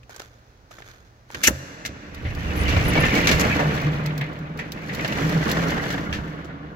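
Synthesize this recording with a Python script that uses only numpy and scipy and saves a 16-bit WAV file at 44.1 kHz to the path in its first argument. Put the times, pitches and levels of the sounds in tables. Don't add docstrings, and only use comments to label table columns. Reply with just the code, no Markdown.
import sys
import numpy as np
from scipy import signal
from scipy.fft import rfft, irfft, next_fast_len
from scipy.io import wavfile
from scipy.ndimage import uniform_filter1d, map_coordinates

SR = 44100
rng = np.random.default_rng(int(sys.argv[2]) if len(sys.argv) > 2 else 0)


def materialize(psi):
    bounded = np.clip(np.atleast_2d(psi).T, -1, 1)
    quanta = np.round(bounded * 32767).astype(np.int16)
    wavfile.write(sys.argv[1], SR, quanta)


N = 297874

# start in seconds, speeding-up time in seconds, steady time in seconds, relative level in dB.
SHOVES = [(2.122, 0.77, 0.58, 1), (4.619, 0.57, 0.5, -2)]
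START_DB, EASE = -25, 2.43
CREEP_DB = -14.5
STOP_S = 6.34

RATTLE_DB, RATTLE_COAST_DB_PER_S = -29, 21
GRIT_DB, GRIT_COAST_DB_PER_S = -42, 28
RUMBLE_DB, RUMBLE_COAST_DB_PER_S = -24, 16.5
DRUM_DB, DRUM_COAST_DB_PER_S = -34, 7
BOOM_DB, BOOM_COAST_DB_PER_S = -33, 14.5
RECEDE_DB_PER_S = 0.83

# time in seconds, centre in Hz.
RATTLE_PITCH = [(2.2, 2080), (2.6, 2400), (3.2, 2222), (3.7, 2052), (5.0, 2048), (5.8, 1760)]
# frequency in Hz, width in Hz, lift in dB.
TRACK_RESONANCES = [(2230, 17, -8), (2930, 90, 7.5), (3345, 63, 6), (3650, 40, 8.5), (5730, 35, 12),
                    (7900, 110, -2.5)]
# frequency in Hz, relative level in dB per Hz.
RATTLE_COLOUR = [(400, -4.5), (900, -4), (1300, -18), (1700, 1.5), (2100, -2), (2800, -6.5), (3300, -9.5),
                 (4500, -18), (5500, -27), (8000, -59)]
# frequency in Hz, relative level in dB per Hz.
GRIT_COLOUR = [(2500, -44.5), (4200, 5), (5200, 1), (6500, 1), (7500, -4), (8300, -13), (9400, -16.5),
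               (11300, -7), (13500, -10.5), (16000, -11.5)]
# time in seconds, level in dB.
SET_GRIT_TICKS = [(2.35, -41), (4.192, -46), (4.213, -39.5), (4.33, -52), (4.574, -43.5), (4.936, -37.5),
                  (5.294, -34), (5.497, -34), (5.903, -38)]
CRACKS_PER_S, CRACK_DB, CRACK_SPREAD_DB, CRACK_T60 = 5.7, -48, 27.5, 0.042

# frequency in Hz, width in Hz, lift in dB.
PANEL_RESONANCES = [(70.2, 4.1, 11.5), (297, 17.3, 12), (425, 20, 4), (584, 5.1, 4.5)]
# frequency in Hz, relative level in dB per Hz.
BOOM_COLOUR = [(12, -48), (29, 10), (40, 4.5), (75, 9.5), (125, 5), (165, -4.5), (260, -56)]
# frequency in Hz, relative level in dB per Hz.
RUMBLE_COLOUR = [(70, -45), (120, 2.5), (190, 2), (350, -8), (580, -9), (800, -14.5), (1100, -11),
                 (1600, -12.5), (3000, -80.5)]
# middle in seconds, length in seconds, relative level in dB.
FLEXES = [(2.31, 0.73, -27), (2.73, 0.37, -21.5), (2.94, 0.4, -22), (3.32, 0.166, -23.5), (6.16, 0.2, -32)]
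# middle in seconds, length in seconds, relative level in dB.
BENDS = [(2.95, 0.22, -28), (3.29, 0.33, -29), (3.65, 0.14, -21), (3.88, 0.11, -19), (4.11, 0.43, -25.5),
         (5.31, 0.27, -21.5), (5.63, 0.16, -26.5)]
# time in seconds, approximate pitch in Hz.
DRUM_PITCH = [(2.96, 173), (3.45, 166), (3.68, 151.7), (5.0, 156), (5.5, 168.6), (6.4, 154.2)]
DRUM_RING_S = 0.0076
OVERTONE, OVERTONE_DB = 1.91, -21
UPRIGHT_DB, UPRIGHT_S = 14.5, 0.9
UNLATCHED_S, STIR_DB = 1.314, -44.5
LIFT_OFF_S, SEATED_DB = 2.26, -16

# time in seconds, relative level in dB, treble setting in dB, approximate ring in Hz.
TAPS = [(0.0315, -35.5, -20, 2600), (0.0945, -36, 1, 635), (0.162, -27, -0.5, 1190),
        (0.1964, -18, -9.5, 1480), (0.2013, -30, -18, 566), (0.2177, -25, -9, 1310), (0.7093, -39, -2, 624),
        (0.7135, -27.5, -11.5, 1270), (0.7847, -29.5, -36, 670), (0.804, -37, -21, 734),
        (0.821, -23.5, -26, 1690), (1.303, -28, -37, 850), (1.3124, -38, 3, 1710), (1.346, -10, -18, 1990),
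        (1.353, -15.5, -30, 1840)]
TAP_KNOCK_DB, TAP_KNOCK_DB_PER_OCTAVE = 3, -13
TAP_T60 = 0.024
# start in seconds, length in seconds, level in dB.
RUBS = [(0.104, 0.09, -51), (0.47, 0.038, -73), (0.724, 0.0097, -50.5), (0.861, .02, -53.5),
        (1.307, 0.045, -50), (1.38, 0.096, -47.5)]
RUB_RISE_DB_PER_S, RUB_FALL_DB_PER_S = 899, 89

# time in seconds, level in dB.
SLIDE = [(1.424, -59), (1.435, -26.5), (1.441, -25), (1.452, -22), (1.468, -23), (1.48, -27.5),
         (1.53, -89.5)]
# time in seconds, steel level in dB, thud level in dB.
SLAMS = [(1.4709, -12.5, -24), (1.474, -6.5, -28.5), (1.48, -17, -15)]
SLAM_T60, THUD_T60 = 0.039, 0.073
# pitch in Hz, centre level in dB, 60 dB fade in seconds.
SINGING = [(1850, -70.5, 1.2), (2815, -52, 1.6), (6121, -60.5, 1.14)]
# frequency in Hz, relative level in dB per Hz.
THUD_COLOUR = [(110, -38), (210, 6), (480, -5), (750, -9), (1300, -5.5), (3000, -21)]
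# frequency in Hz, left minus right in dB.
BOLT_BALANCE = [(1200, 5), (3000, 6.5), (12000, -3.5)]

# time in seconds, relative level in dB,
# relative knock in dB, treble setting in dB, 60 dB fade in seconds.
CLACKS = [(1.4369, -4, -16, -5, 0.079), (1.8506, -11.5, -10, -18, 0.06), (1.8598, -13.5, -10, -7.5, 0.041),
          (1.873, -21, -17, -19, 0.075), (2.6799, -11.5, -45, -22.5, 0.5), (2.952, -11, -3, -29, 0.49),
          (3.0347, -8, -6, -52, 0.28), (3.271, -0.5, -17, -15, 0.1), (3.29, -2.5, -15, -20, 0.11),
          (3.3131, -4, -11, -15, 0.13), (3.3956, -14.5, 2, -3, 0.11), (3.411, -15, -19, -0.5, 0.034),
          (3.4391, -20.5, 10, -41, 0.32), (3.5917, -17, 10.5, -20, 0.19), (3.6306, -30, 18.5, -30, 0.19),
          (4.5886, -28.5, 7.5, -11, 0.14), (5.046, -10.5, -5, -24.5, 0.11),
          (5.1231, -11.5, -11, -24, 0.056), (5.4891, -15, -4, -19, 0.28), (5.719, -13.5, -1, -47, 0.051),
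          (5.903, -17, -7, -19, 0.19), (6.127, -5, -20, -24.5, 0.028), (6.134, -14.5, -18, -22.5, 0.21),
          (6.4448, -35, -4, -11.5, 0.11)]
# frequency in Hz, relative strength in dB.
STEEL_MODES = [(1760, -2.5), (2800, -6.5), (5640, -0.5), (6120, 4.5), (6850, -6), (7560, -14.5),
               (11700, -2.5), (12800, -7)]
# frequency in Hz, relative level in dB per Hz.
CLANG_COLOUR = [(600, -60.5), (1300, 3.5), (1900, 5), (2800, 3), (3600, 3), (5000, 2), (6300, 1.5),
                (7500, 4.5), (8400, -8.5), (9400, -6.5), (11500, -2.5), (16000, -7.5)]
# frequency in Hz, relative level in dB per Hz.
KNOCK_COLOUR = [(90, -54), (250, -7.5), (450, 0.5), (650, 2.5), (1200, -3.5), (2200, -10), (5000, -68)]
BLOW_T60 = 0.007
# time in seconds, level in dB.
CLINKS = [(2.249, -32.5), (4.209, -26.5), (4.59, -29.5), (4.7719, -37.5), (4.8905, -31), (4.9897, -30),
          (5.082, -29.5), (5.2117, -52)]
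# approximate frequency in Hz, relative strength in dB.
ROLLER_MODES = [(1990, -6.5), (2270, -10), (2610, -9)]
ROLLER_T60 = 0.19
# middle in seconds, length in seconds, pitch in Hz, centre level in dB.
SQUEALS = [(2.979, 0.0391, 2260, -23.5), (3.046, 0.069, 1790, -22.5), (3.125, 0.045, 2255, -26),
           (3.166, 0.028, 2260, -22)]
# time in seconds, relative level in dB.
SLAPS = [(2.2834, -37), (2.5149, -31), (2.6407, -32), (2.7646, -14), (2.9769, -15), (3.479, -24),
         (3.8678, -26), (4.0558, -26), (5.185, -20), (5.3213, -26), (5.4273, -21), (5.5688, -17),
         (5.7778, -20), (5.8374, -21.5), (5.9417, -22), (5.9786, -23)]
# time in seconds, relative level in dB.
THUMPS = [(1.351, -32.5), (1.479, -16), (1.506, -17), (1.861, -29.5), (1.891, -27), (2.248, -27)]
# approximate frequency in Hz, relative level in dB, 60 dB fade in seconds.
SHEET_MODES = [(69.3, 3.5, 0.13), (90, -9.5, 0.59), (126, -9, 0.54), (169, -10, 0.24), (256, 11.5, 0.027),
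               (308, -25.5, 0.49), (527, -9, 0.14), (615, -6, 0.081), (774, -21.5, 0.072)]
# middle in seconds, length in seconds, centre pitch in Hz, relative level in dB.
SQUEAKS = [(2.574, 0.043, 11700, -40.5), (2.61, 0.074, 9460, -42), (2.859, 0.051, 10100, -44),
           (2.886, 0.02, 11900, -32.5), (2.896, 0.038, 9800, -36.5), (3.007, 0.028, 10740, -35.5)]

# frequency in Hz, 60 dB fade in seconds.
HALL_FADE = [(100, 9.8), (500, 3.2), (2500, 6.6), (5500, 2.6), (8000, 1.6), (15000, 0.43)]
# frequency in Hz, relative level in dB per Hz.
AIR_COLOUR = [(20, -26.5), (44, -12), (100, -17.5), (180, -26), (500, -30.5), (1650, -36), (3000, -44),
              (6200, -45.5), (8600, -62), (16000, -57.5)]
HUM_HZ, HUM_DB = 119, -58

# frequency in Hz, likeness with 1 for identical.
LIKENESS = [(100, 0.97), (290, 0.88), (480, 0.77), (800, 0.87), (1350, 0.33), (2250, 0.28), (3200, 0.17),
            (4500, 0.15), (15000, 0.05)]
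# frequency in Hz, left minus right in dB.
STEREO_BALANCE = [(60, -4.5), (130, 0.5), (450, -4), (1000, 0), (2000, 1), (4000, -2.5), (12000, 0.5)]
LAG_S = 0.00043
LAG_FROM_HZ = 486
TOP_HZ = 15950


def amp(db):
    return 10 ** (np.asarray(db) / 20)


def unit(x):
    middle = np.atleast_2d(x).mean(0)
    return x / np.sqrt(np.mean(middle ** 2) + 1e-20)


def along(points, hz):
    f, v = np.transpose(points)
    return np.interp(np.log(hz + 1), np.log(f + 1), v)


def wobble(rate):
    knots = rng.standard_normal(int(N * rate / SR) + 4)
    return map_coordinates(knots, [np.arange(N) * rate / SR])


def filtered(x, response):
    n = x.shape[-1]
    m = next_fast_len(n + 4096)
    return irfft(rfft(x, m) * response(np.fft.rfftfreq(m, 1 / SR)), m)[..., :n]


def add(track, s, sound):
    part = track[..., max(round(s * SR), 0):][..., :sound.shape[-1]]
    part += sound[..., :part.shape[-1]]


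def fade(t, t60):
    return np.exp(-np.log(1000) * t / np.maximum(t60, 0.003))


def noise(colour, size, peaks=()):
    def response(hz):
        turn = np.arccos(np.clip(along(LIKENESS, hz), -1, 1)) / 2
        lift = sum(db / (1 + (2 * (hz - centre) / width) ** 2) for centre, width, db in peaks)
        return amp(along(colour, hz) + lift) * np.array([np.cos(turn), np.sin(turn)])

    def delay(hz):
        lag = LAG_S * hz ** 2 / (hz ** 2 + LAG_FROM_HZ ** 2)
        return np.exp(-2j * np.pi * hz * lag)

    mid, side = filtered(rng.standard_normal((2, size)), response)
    left = filtered(mid + side, delay)
    return unit(np.array([left, mid - side]))


def chatter(colour, peaks, rate, spread_db, t60, top_hz, count=6):
    t = np.arange(SR // 6) / SR
    out = np.zeros((2, N))
    for _ in range(count):
        hits = rng.random(N) < rate / count / SR
        sizes = amp(spread_db * np.clip(rng.standard_normal(N), -2, 2))
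        ticks = hits * sizes * rng.choice([-1, 1], N)
        ring = noise(colour, len(t), peaks) * fade(t, t60)
        out += signal.oaconvolve(ticks[None], ring, axes=1)[:, :N]
    out = filtered(out, lambda hz: 1 / (1 + (hz / top_hz) ** 8))
    slow_level = np.sqrt(np.abs(uniform_filter1d(np.mean(out ** 2, 0), size=SR // 6)) + 1e-12)
    return unit(out / slow_level)


def motion(coast_db_per_s, lead):
    t = np.arange(N) / SR
    first_top, last_top = (s + rise for s, rise, steady, db in SHOVES)
    creep_db = CREEP_DB * coast_db_per_s / RUMBLE_COAST_DB_PER_S
    stages = [np.where((t > first_top) & (t < last_top), creep_db, -np.inf)]
    for s, rise, steady, db in SHOVES:
        to_go = np.maximum(1 - lead * (t - s) / rise, 0)
        coasting = np.maximum(t - s - rise - steady, 0)
        stages.append(db + START_DB * to_go ** EASE - coast_db_per_s * coasting)
    return amp(np.max(stages, axis=0))


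def swells(rows):
    t = np.arange(N) / SR
    return sum(amp(db) * np.cos(np.pi * np.clip((t - s) / length, -0.5, 0.5)) for s, length, db in rows)


def rattle_hz(s):
    return np.interp(s, *np.transpose(RATTLE_PITCH))


def rollers():
    t = np.arange(N) / SR
    stopped = np.maximum(t - STOP_S, 0)
    travel = np.maximum(t - SHOVES[0][0], 0)
    rattle_level = amp(RATTLE_DB + RECEDE_DB_PER_S * (2.0 - travel))
    rattle_level = rattle_level * motion(RATTLE_COAST_DB_PER_S, lead=0.59)
    grit_level = amp(GRIT_DB) * motion(GRIT_COAST_DB_PER_S, lead=0.64) * fade(stopped, t60=1.0)
    clatter = chatter(RATTLE_COLOUR, TRACK_RESONANCES, rate=300, spread_db=4.5, t60=0.06, top_hz=5700)
    clatter += noise(RATTLE_COLOUR, N, TRACK_RESONANCES)
    clusters = amp(2.2 * wobble(36))
    clatter += amp(1) * unit(clusters * pings(rate=420, spread_db=7))
    grinding = chatter(GRIT_COLOUR, TRACK_RESONANCES, rate=120, spread_db=-1.0, t60=0.039, top_hz=17100)
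    grinding += amp(0.5) * noise(GRIT_COLOUR, N, TRACK_RESONANCES)
    jolts = amp(1.5 * wobble(24))
    return rattle_level * unit(jolts * clatter) + grit_level * unit(jolts * grinding)


def pings(rate, spread_db):
    t, out = np.arange(SR // 8) / SR, np.zeros((2, N))
    life = fade(t, 0.07) * (1 - np.exp(-t / 0.0003))
    draws = rng.random((int(rate * N / SR), 5)) * [N / SR, 1, 1, 1, 1]
    for s, pitch, size, phase, lag in draws:
        hz = rattle_hz(s) * 2 ** (0.7 * (pitch - 0.5))
        tone = np.sin(2 * np.pi * (hz * t + phase + np.array([[0], [lag]])))
        add(out, s, amp(spread_db * size ** 2) * life * tone)
    return unit(out)


def panels():
    t = np.arange(N) / SR
    free = np.clip((t - UNLATCHED_S) * 20, 0, 1)
    upright = amp(UPRIGHT_DB * np.exp(-np.maximum(t - SHOVES[0][0], 0) / UPRIGHT_S))
    rolling_boom = amp(BOOM_DB) * upright * motion(BOOM_COAST_DB_PER_S, lead=0.53)
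    boom_level = free * np.hypot(rolling_boom, swells(FLEXES))
    boom_level = boom_level * amp(SEATED_DB * np.clip((LIFT_OFF_S - t) * 10, 0, 1))
    rolling_rumble = amp(RUMBLE_DB) * motion(RUMBLE_COAST_DB_PER_S, lead=0.7)
    rumble_level = free * np.hypot(rolling_rumble, amp(STIR_DB))
    shake = chatter(RUMBLE_COLOUR, PANEL_RESONANCES, rate=240, spread_db=3, t60=0.085, top_hz=2240)
    shake += amp(-3) * noise(RUMBLE_COLOUR, N, PANEL_RESONANCES)
    boom = boom_level * noise(BOOM_COLOUR, N, PANEL_RESONANCES)
    return boom + free * drumming() + rumble_level * unit(shake)


def drumming():
    t = np.arange(N) / SR
    keep = np.exp(-1 / (DRUM_RING_S * SR))
    bending = signal.lfilter([1 - keep], [1, -keep], swells(BENDS))
    pitch = np.interp(t, *np.transpose(DRUM_PITCH))

    def mode(ratio):
        phase = np.cumsum(ratio * pitch + 7 * wobble(50)) / SR
        return unit(amp(3 * wobble(30)) * np.sin(2 * np.pi * phase))

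    level = np.hypot(amp(DRUM_DB) * motion(DRUM_COAST_DB_PER_S, lead=0.9), bending)
    return level * (mode(0.99) + amp(OVERTONE_DB) * mode(OVERTONE))


def cracks():
    t, out = np.arange(SR // 16) / SR, np.zeros((2, N))
    start = SHOVES[0][0]
    gain = motion(GRIT_COAST_DB_PER_S, lead=1.0) ** 0.51
    colour = [(2000, -6), (4500, 2.5), (7500, -7.0), (9000, -21), (11500, -8.5), (16000, -7)]
    ticks = [(s, amp(db)) for s, db in SET_GRIT_TICKS]
    for u, extra in rng.random((int(CRACKS_PER_S * (STOP_S - start)), 2)):
        s = start + u * (STOP_S - start)
        ticks.append((s, gain[int(s * SR)] * amp(CRACK_DB + CRACK_SPREAD_DB * extra ** 2)))
    for s, level in ticks:
        add(out, s, level * noise(colour, len(t)) * fade(t, CRACK_T60))
    return out


def bolt():
    t = np.arange(N) / SR
    times, slide_db = np.transpose(SLIDE)
    fade_in_db = -300 * np.maximum(times[0] - t, 0)
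    scrape_level = amp(np.interp(t, times, slide_db) + fade_in_db)
    shrill = [(2740, 600, 13), (5760, 900, 6), (12700, 600, 9)]
    out = scrape_level * chatter(CLANG_COLOUR, shrill, rate=3500, spread_db=6, t60=0.025, top_hz=17000, count=2)
    hit_t = np.arange(SR // 4) / SR
    modes = [(hz, 330, 14.5 + db / 2) for hz, db in STEEL_MODES]
    for s, steel_db, thud_db in SLAMS:
        steel = noise(CLANG_COLOUR, len(hit_t), modes) * fade(hit_t, SLAM_T60)
        thud = noise(THUD_COLOUR, len(hit_t)) * fade(hit_t, THUD_T60)
        add(out, s, (amp(steel_db) * steel + amp(thud_db) * thud) * (1 - np.exp(-hit_t / 0.00034)))
    for hz, db, t60 in SINGING:
        drift = np.array([wobble(20), wobble(20)])
        tone = np.sin(2 * np.pi * hz * t + drift)
        add(out, SLAMS[0][0], amp(db + 2 * wobble(14)) * fade(t, t60) * tone)
    return filtered(out, lambda hz: amp(along(BOLT_BALANCE, hz) * np.array([[0.5], [-0.5]])))


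def strike(db, knock_db, treble_db, ring_hz, t60, ring_db, rebound_db, snap_db):
    t = np.arange(SR // 4) / SR
    rebounds = sum((t > s) * fade(np.abs(t - s), 0.012) for s in rng.uniform(0.001, 0.025, 3))
    life = fade(t, t60) + amp(snap_db) * fade(t, BLOW_T60) + amp(rebound_db) * rebounds
    modes = [(hz, 120, 8.5 + level / 2) for hz, level in STEEL_MODES]
    steel = noise(CLANG_COLOUR, len(t), modes) * life
    treble = [(3000, 0.0047), (4700, treble_db / 2 + 6.5), (7000, treble_db + 7.0), (11000, treble_db + 5.0)]
    steel = filtered(steel * (1 - np.exp(-t / 0.0011)), lambda hz: amp(along(treble, hz)))
    knock = amp(knock_db) * noise(KNOCK_COLOUR, len(t)) * fade(t, t60)
    ring = np.zeros((2, len(t)))
    for _ in range(3):
        hz = ring_hz * rng.normal(1, 0.0442)
        phase = rng.random() + 0.51 * rng.normal(size=(2, 1))
        ring += fade(t, t60) * np.sin(2 * np.pi * (hz * t + phase))
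    ring = ring * amp(ring_db + np.interp(ring_hz, [800, 1400], [knock_db - 1.0, 0]))
    return amp(db) * (steel + (knock + ring) * (1 - np.exp(-t / 0.0001)))


def clacks():
    out = np.zeros((2, N))
    for s, db, knock_db, treble_db, t60 in CLACKS:
        hit = strike(db, knock_db, treble_db, rattle_hz(s), t60, ring_db=-7, rebound_db=-14, snap_db=2)
        add(out, s, hit)
    return amp(-13.5) * out


def slaps():
    out = np.zeros((2, N))
    for s, db in SLAPS:
        hit = strike(db - 8.5, knock_db=1, treble_db=-25, ring_hz=rattle_hz(s), t60=0.07,
                     ring_db=-1, rebound_db=-20, snap_db=-12)
        add(out, s, hit)
    return out


def thumps():
    t, out = np.arange(SR // 2) / SR, np.zeros(N)
    for s, db in THUMPS:
        swing = np.zeros(len(t))
        for hz, level, t60 in SHEET_MODES:
            tone = np.sin(2 * np.pi * hz * rng.normal(1, 0.086) * t)
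            swing += amp(level) * fade(t, t60) * tone * rng.choice([-1, 1])
        add(out, s, amp(db - 5.0) * swing * (1 - np.exp(-t / 0.0034)))
    return filtered(out, lambda hz: hz ** 4 / (hz ** 4 + 50 ** 4))


def clinks():
    t, out = np.arange(SR // 4) / SR, np.zeros((2, N))
    for s, db in CLINKS:
        modes = [(hz * rng.normal(1, 0.02), 150, 15 + level) for hz, level in ROLLER_MODES]
        ring = noise(RATTLE_COLOUR, len(t), modes)
        add(out, s, amp(db) * ring * fade(t, ROLLER_T60) * (1 - np.exp(-t / 0.002)))
    return out


def stems():
    out = np.zeros((2, N))
    for s, length, hz, db in SQUEALS:
        n = int(length * SR)
        roughness = np.array([wobble(160)[:n], wobble(160)[:n]])
        phase = hz * np.arange(n) / SR + 0.06 * roughness
        level = amp(db + 2 * wobble(120)[:n]) * np.hanning(n) ** 0.5
        add(out, s - length / 2, level * np.sin(2 * np.pi * phase))
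    return out


def squeaks():
    out = np.zeros((2, N))
    for s, length, hz, db in SQUEAKS:
        n = int(length * SR)
        pitch = hz * (1 + 0.05 * wobble(70)[:n] + 0.03 * wobble(900)[:n])
        tone = np.sin(2 * np.pi * np.cumsum(pitch) / SR)
        hiss = noise([(hz * 0.35, -40), (hz, 0), (hz * 2.5, -40)], n, [(hz, 250, 10)])
        add(out, s - length / 2, amp(db - 5.5) * np.hanning(n) * (hiss + tone))
    return out


def taps():
    out = np.zeros((2, N))
    for s, db, treble_db, hz in TAPS:
        khz = hz / 1000
        knock_db = TAP_KNOCK_DB + TAP_KNOCK_DB_PER_OCTAVE * np.log2(khz)
        t60 = TAP_T60 * np.sqrt(khz)
        add(out, s, strike(db, knock_db, treble_db, hz, t60, ring_db=-4, rebound_db=-24, snap_db=0))
    return amp(-14) * out


def rubbing():
    t = np.arange(N) / SR
    strokes = np.zeros(N)
    for s, length, db in RUBS:
        rise_db = RUB_RISE_DB_PER_S * np.maximum(s - t, 0)
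        fall_db = RUB_FALL_DB_PER_S * np.maximum(t - s - length, 0)
        strokes += amp(db - rise_db - fall_db)
    rustle = [(200, -15.5), (450, 6.0), (900, -1), (1600, 5.5), (2400, -5.5), (4000, -9),
              (6500, -7.0), (9000, -24.0), (12000, -15.0), (16000, -20.0)]
    peaks = [(1620, 200, 6), (3300, 300, 6)]
    return strokes * chatter(rustle, peaks, rate=700, spread_db=4, t60=0.015, top_hz=17000, count=2)


def hall(x):
    hz, t, z = signal.stft(x, SR, nperseg=512)
    linger = (fade(t, along(HALL_FADE, hz)[:, None]) * (1 - np.exp(-t / 0.0073))) ** 2
    power = np.mean(np.abs(z) ** 2, 0)
    energy = signal.fftconvolve(power, linger / linger.sum(1).max(), axes=1)[:, :len(t)]
    colour = [(300, -5.5), (550, 9.5), (1600, 2.5), (3000, -5.5), (4200, 1.0), (6000, -4.0),
              (9000, -3.0), (15000, 0.5)]
    wash = signal.stft(noise(colour, N, [(2760, 150, 2.7)]), SR, nperseg=512)[2]
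    echoes = wash * np.sqrt(np.abs(energy) / np.mean(np.abs(wash) ** 2))
    return signal.istft(echoes, SR, nperseg=512)[1][:, :N]


def room_tone():
    t = np.arange(N) / SR
    hum_level = amp(HUM_DB + 2 * wobble(6) + 3 * wobble(28)) * np.sqrt(2)
    hum = hum_level * np.sin(2 * np.pi * HUM_HZ * t + 0.6 * wobble(22))
    return hum + amp(-53) * noise(AIR_COLOUR, N)


def scene():
    blows = taps() + rubbing() + bolt() + clacks() + clinks() + stems() + slaps() + thumps()
    moving = rollers() + panels() + cracks() + squeaks()
    return moving + blows + amp(-14.0) * hall(blows) + room_tone()


def record(dry):
    def balance(hz):
        bass_cut = hz ** 2 / (hz ** 2 + 16 ** 2)
        return amp(along(STEREO_BALANCE, hz) * np.array([[0.5], [-0.5]])) * bass_cut

    pair = filtered(dry, balance)
    pair = pair / (1 + np.abs(pair / 0.86) ** 6) ** (1 / 6)
    return filtered(pair, lambda hz: 1 / (1 + (hz / TOP_HZ) ** 160))


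dry = scene()
out = record(dry)
materialize(out)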